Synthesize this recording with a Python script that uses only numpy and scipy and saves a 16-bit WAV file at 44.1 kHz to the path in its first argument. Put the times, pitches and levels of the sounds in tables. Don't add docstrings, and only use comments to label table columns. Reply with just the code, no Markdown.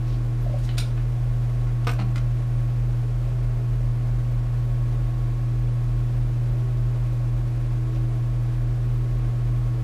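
import sys
import numpy as np
from scipy import signal
from scipy.fft import rfft, irfft, next_fast_len
from scipy.io import wavfile
from scipy.ndimage import uniform_filter1d

SR = 44100
rng = np.random.default_rng(int(sys.argv[2]) if len(sys.argv) > 2 else 0)


def ratio(d):
    e = np.asarray(d, float) / 20
    return 10 ** e


def transcribe(signal):
    frames = np.atleast_2d(signal).T
    limited = np.clip(frames, -1, 1)
    pcm = np.round(limited * 32767).astype(np.int16)
    wavfile.write(sys.argv[1], SR, pcm)


N = 433503


def rms_one(x):
    return x / np.sqrt(np.mean(x ** 2) + 1e-20)


def drift(rate_hz):
    pole = np.exp(-80 * np.pi * rate_hz / SR)
    coarse = rng.standard_normal(N // 40 + 2002)
    slow = signal.lfilter([1], [1, -2 * pole, pole * pole], coarse)[2000:]
    return np.interp(np.arange(N) / 40, np.arange(len(slow)), rms_one(slow))


def tinted(count, hz, octaves):
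    bins = np.maximum(np.arange(count // 2 + 1) * SR / count, 1)
    bell = np.exp(-0.5 * (np.log2(bins / hz) / octaves) ** 2)
    return rms_one(irfft(rfft(rng.standard_normal(count)) * bell, count))


def ring(force, modes):
    out = 0
    for hz, db, t60 in modes:
        radius = ratio(-60 / (t60 * SR))
        angle = 2 * np.pi * hz / SR
        poles = [1, -2 * radius * np.cos(angle), radius * radius]
        out = out + signal.lfilter([0, ratio(db) * np.sin(angle)], poles, force + 1e-18)
    return out


def add(track, s, sound):
    at = round(s * SR)
    track[at:at + len(sound)] += sound


def clicks(events, modes, octaves, contact_s):
    out = np.zeros(N)
    t = np.arange(8192) / SR
    body = ring(1. * (t == 0), modes)
    body = body / np.max(np.abs(body))
    envelope = np.exp(-t / contact_s) * np.minimum(t / 0.0012, 1)
    for s, db, hz, ring_db in events:
        grit = tinted(len(t), hz, octaves) * envelope
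        add(out, s, ratio(db) * (ratio(-8.5) * grit + ratio(ring_db) * body))
    return out


def hum():
    tones_hz = [119.96, 239.92, 599.8, 1679.4, 40.72, 44.0, 115.5, 389, 705, 644.5, 920, 1104.2, 1288.2]
    # level/dB rms, level wander/dB, phase wander/rad
    tone_levels = [(-23.5, 0.43, 0.21), (-52.5, 2.1, 0.18), (-69.5, 2, 0.66), (-69, 1.5, 0.65),
                   (-29.5, 0.14, 0.32), (-40, 1, 0.79), (-52, -2, 0.71), (-65.5, 6.5, 1.85),
                   (-62.5, -1.5, 1.6), (-62.5, 3, 1.6), (-66.5, 1, 0.93), (-59, -1.5, 0.64), (-67, 0, 0.76)]
    t = np.arange(N) / SR
    out = np.zeros(N)
    for hz, (db, wander_db, wander_rad) in zip(tones_hz, tone_levels):
        loudness = np.sqrt(2) * ratio(db + wander_db * drift(0.89))
        phase = 2 * np.pi * (hz * t + rng.random()) + wander_rad * drift(0.8)
        out += loudness * np.sin(phase)
    return out


def blade_tone():
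    # t/s, level/dB
    shadow = [
        (0.0, -48),
        (2.0, -51.5),
        (2.5, -51),
        (4.4, -50.5),
        (5.75, -48.5),
        (9.83, -47),
    ]
    blade_hz, wander_db = 322.0, 1.56
    t = np.arange(N) / SR
    s, db = np.transpose(shadow)
    loudness = np.sqrt(2) * ratio(np.interp(t, s, db) + 1.47 + wander_db * drift(1.9))
    return loudness * np.sin(2 * np.pi * blade_hz * t + 0.74 * drift(1.0))


def switch():
    # t/s, peak level/dB, brightest f/Hz, ring level/dB
    tick_hits = [
        (.6906, -23.5, 2600, -4.5),
    ]
    # f/Hz, level/dB, t60/s
    tick_modes = [(1500, -9, 0.028), (1970, -3, 0.029), (2400, -3, .02), (3000, -5, 0.055),
                  (3500, -24, .015), (8800, -29, 0.07)]
    # t/s, peak level/dB, brightest f/Hz, ring level/dB
    switch_hits = [
        (.771, -30, 3000, -12),
        (.7795, -19.5, 4240, -1.5),
        (.7825, -18.5, 4270, 0.5),
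        (.786, -19.5, 4300, -1.5),
    ]
    # f/Hz, level/dB, t60/s
    switch_modes = [(750, -8, 0.036), (1500, 0, 0.017), (2010, -10, 0.022), (2460, 1, .025),
                    (3650, -2, 0.014), (4080, 4, 0.014), (4530, -7, 0.019), (6950, -8, 0.024),
                    (8940, -11, 0.17), (9130, -25, .12), (11100, -14, .02)]
    tick = clicks(tick_hits, tick_modes, octaves=0.51, contact_s=0.003)
    return tick + clicks(switch_hits, switch_modes, octaves=0.87, contact_s=0.004)


def catch():
    # t/s, peak level/dB, brightest f/Hz, ring level/dB
    snap_hits = [
        (1.846, -35, 2000, -2),
        (1.870, -17.5, 1100, 1),
        (1.874, -18, 885, -1),
        (1.880, -19.5, 990, -19),
        (1.914, -30, 4200, -9),
    ]
    rattle_hits = [
        (1.987, -28, 895, -11),
        (1.992, -27.5, 900, 3),
        (1.998, -31.5, 2200, 1.5),
    ]
    bounce_hits = [
        (1.671, -37, 1900, 0),
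        (2.158, -23.5, 2400, -3.5),
        (2.167, -36, 4030, -6),
    ]
    # f/Hz, level/dB, t60/s
    snap_modes = [(487, 0, 0.045), (700, 3.5, 0.032), (970, -2, 0.025), (1170, 4, 0.033),
                  (1270, -11, 0.033), (2160, -2, 0.039), (2580, 1, 0.023), (4200, -15, .1),
                  (5380, -6, 0.017), (8250, -19, 0.06), (12750, -24, 0.17)]
    rattle_modes = [(754, 6, 0.033), (980, 0, 0.031), (1270, 3, 0.032), (2130, 0, 0.027), (2600, -8, .03),
                    (4200, -8, .05), (4380, -15, .04), (5840, -20, .03)]
    bounce_modes = [(1410, 3, .04), (1750, -13, 0.025), (2060, 5, 0.024), (2500, -2, 0.023),
                    (3900, -7, .045), (4750, -10, 0.03), (5600, -18, .03), (7060, -14, .03)]
    snap = clicks(snap_hits, snap_modes, octaves=1.33, contact_s=0.004)
    rattle = clicks(rattle_hits, rattle_modes, octaves=1.02, contact_s=0.0069)
    bounce = clicks(bounce_hits, bounce_modes, octaves=1.1, contact_s=0.0029)
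    return snap + rattle + bounce


def desk_thuds():
    # t/s, peak level/dB
    thuds = [
        (.48, -39),
        (.79, -36),
        (1.872, -48),
        (1.995, -28),
        (2.02, -34),
        (2.16, -33.5),
        (2.24, -39),
    ]
    # f/Hz, level/dB, t60/s
    desk_modes = [(197.4, 0.5, 0.49), (190, -7, 0.1), (292, 2.5, 0.3)]
    force = np.zeros(N)
    push = np.hanning(round(0.004 * SR))
    for s, db in thuds:
        add(force, s, ratio(db) * push / push.sum())
    return ring(force, desk_modes)


def panel_creaks():
    # t/s, peak level/dB, f/Hz
    knocks = [
        (.458, -31, 680),
        (.460, -36, 577),
        (0.49, -39, 605),
        (0.512, -39, 630),
        (0.533, -29, 578),
        (.536, -32.5, 700),
        (.557, -38, 580),
    ]
    slip_cycles = 13.0
    out = np.zeros(N)
    for s, db, hz in knocks:
        t = np.arange(round(slip_cycles / hz * SR)) / SR
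        add(out, s, ratio(db) * np.hanning(len(t)) * np.sin(2 * np.pi * hz * t))
    return out


def rustles():
    # start t/s, length/s, level/dB rms, brightest f/Hz, spread/octaves
    strokes = [
        (0.018, 0.17, -60, 3500, 0.63),
        (0.41, .025, -59, 12100, .12),
        (0.4, 0.46, -58.5, 2500, 0.91),
        (0.586, 0.0074, -56, 9500, .3),
        (0.593, .03, -61, 5960, 1),
        (0.625, 0.043, -50.5, 4800, 0.81),
        (0.97, 0.018, -51.5, 1990, 0.57),
        (7.919, .05, -56, 2500, 0.93),
    ]
    out = np.zeros(N)
    for s, length, db, hz, octaves in strokes:
        noise = tinted(8192 * 2, hz, octaves)[:round(length * SR)]
        add(out, s, ratio(db) * noise * np.hanning(len(noise)) ** 0.5)
    return out * ratio(3.9 * drift(60))


def air(points):
    # f/Hz, width/Hz, lift/dB
    case_peaks = [(48, 8.2, 1.5), (119, 15, 7.5), (148, 19, 7.5), (201.4, 6.6, 5.5), (434.3, 24, 6),
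                  (561, 22, 5.5), (920, 24, -0.5), (1070, 41, 5.5), (1330, 24, -2.5), (1425, 110, 2.5),
                  (2500, 94, 0.5), (12400, 3400, 0.6)]
    size = next_fast_len(N, True)
    hz = np.maximum(np.arange(size // 2 + 1) * SR / size, 1)
    point_hz, point_db = np.transpose(points)
    db = np.interp(np.log(hz), np.log(point_hz), point_db, left=-140, right=-140)
    for top, width, lift in case_peaks:
        db = db + lift / (1 + (2 * (hz - top) / width) ** 2)
    return irfft(rfft(rng.standard_normal(size)) * ratio(db) * np.sqrt(SR / 2), size)[:N]


def airflow():
    # f/Hz, level/dB per Hz
    rumble = [(5, -74), (16, -65), (27, -58), (50, -52), (78, -65.5), (105, -66.5), (175, -72), (350, -71)]
    # f/Hz, level/dB per Hz
    rush = [(350, -73), (420, -75), (750, -77), (900, -82), (2500, -88.5), (2800, -91.5), (8000, -101),
            (15500, -107)]
    swaying = air(rumble) * ratio(0.7 * drift(0.69))
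    return swaying + air(rush) * ratio(0.18 * drift(1.0) + 0.5 * drift(28))


def room(x, wall_db, tail_db):
    wall_s, t60_s = 0.0215, 0.31
    t = np.arange(round(0.5 * SR)) / SR
    lows = signal.lfilter([0.5], [1, -0.6], rng.standard_normal(len(t)))
    highs = rng.standard_normal(len(t))
    tail = lows * ratio(-60 * t / t60_s) + highs * ratio(-90 * t / t60_s)
    tail = tail * np.minimum(t / 0.006, 1)
    answer = ratio(tail_db) * tail / np.sqrt(np.sum(tail ** 2))
    answer[round(wall_s * SR)] += ratio(wall_db)
    return x + signal.fftconvolve(x, answer)[:N]


def scene():
    machine = hum() + blade_tone() + airflow()
    handled = room(switch() + rustles(), wall_db=-10, tail_db=-3.0)
    handled = handled + room(catch(), wall_db=-3.5, tail_db=-3.5)
    desk = room(panel_creaks(), wall_db=-40, tail_db=-11) + desk_thuds()
    return (machine + handled + desk)[None]


def pips(count, db):
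    out = np.zeros(N + 512)
    t = np.arange(256) / SR
    for at, pitch, size in rng.random((count, 3)):
        hz = 13000 + 1600 * np.sqrt(pitch)
        add(out, at * N / SR, ratio(db + 10 * size) * np.hanning(256) * np.sin(2 * np.pi * hz * t))
    return out[:N]


def band_limit(x):
    return signal.sosfilt(signal.butter(12, 15370, fs=SR, output="sos"), x)


def record(dry):
    edges_hz = [12700, 13050, 13700, 14500, 14950, 15300]
    reserves = [.9, .35, .35, .25, -.3]
    dropouts_hz = 6.5
    size = next_fast_len(N, True)
    hz = np.arange(size // 2 + 1) * SR / size
    spectrum = rfft(dry[0], size) * (hz < edges_hz[-1])
    treble = irfft(spectrum * (hz > edges_hz[0]), size)[:N]
    power = uniform_filter1d(treble ** 2, size=2048)
    rhythm = np.sin(2 * np.pi * dropouts_hz * np.arange(N) / SR + 1.3 * drift(2.5)) + 0.6 * drift(14)
    rhythm = np.where(power < 3 * np.median(power), rhythm, -9)
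    pips_on = uniform_filter1d(1. * (rhythm > 0.3), size=256)
    thinned = irfft(spectrum, size)[:N] + pips_on * pips(count=600, db=-67.5)
    for low, high, reserve in zip(edges_hz, edges_hz[1:], reserves):
        band = irfft(spectrum * (hz > low) * (hz <= high), size)[:N]
        gone = uniform_filter1d(1. * (rhythm + 0.3 * drift(25) > reserve), size=256)
        thinned = thinned - gone * band
    return band_limit(thinned[None])


dry = scene()
out = record(dry)
transcribe(out)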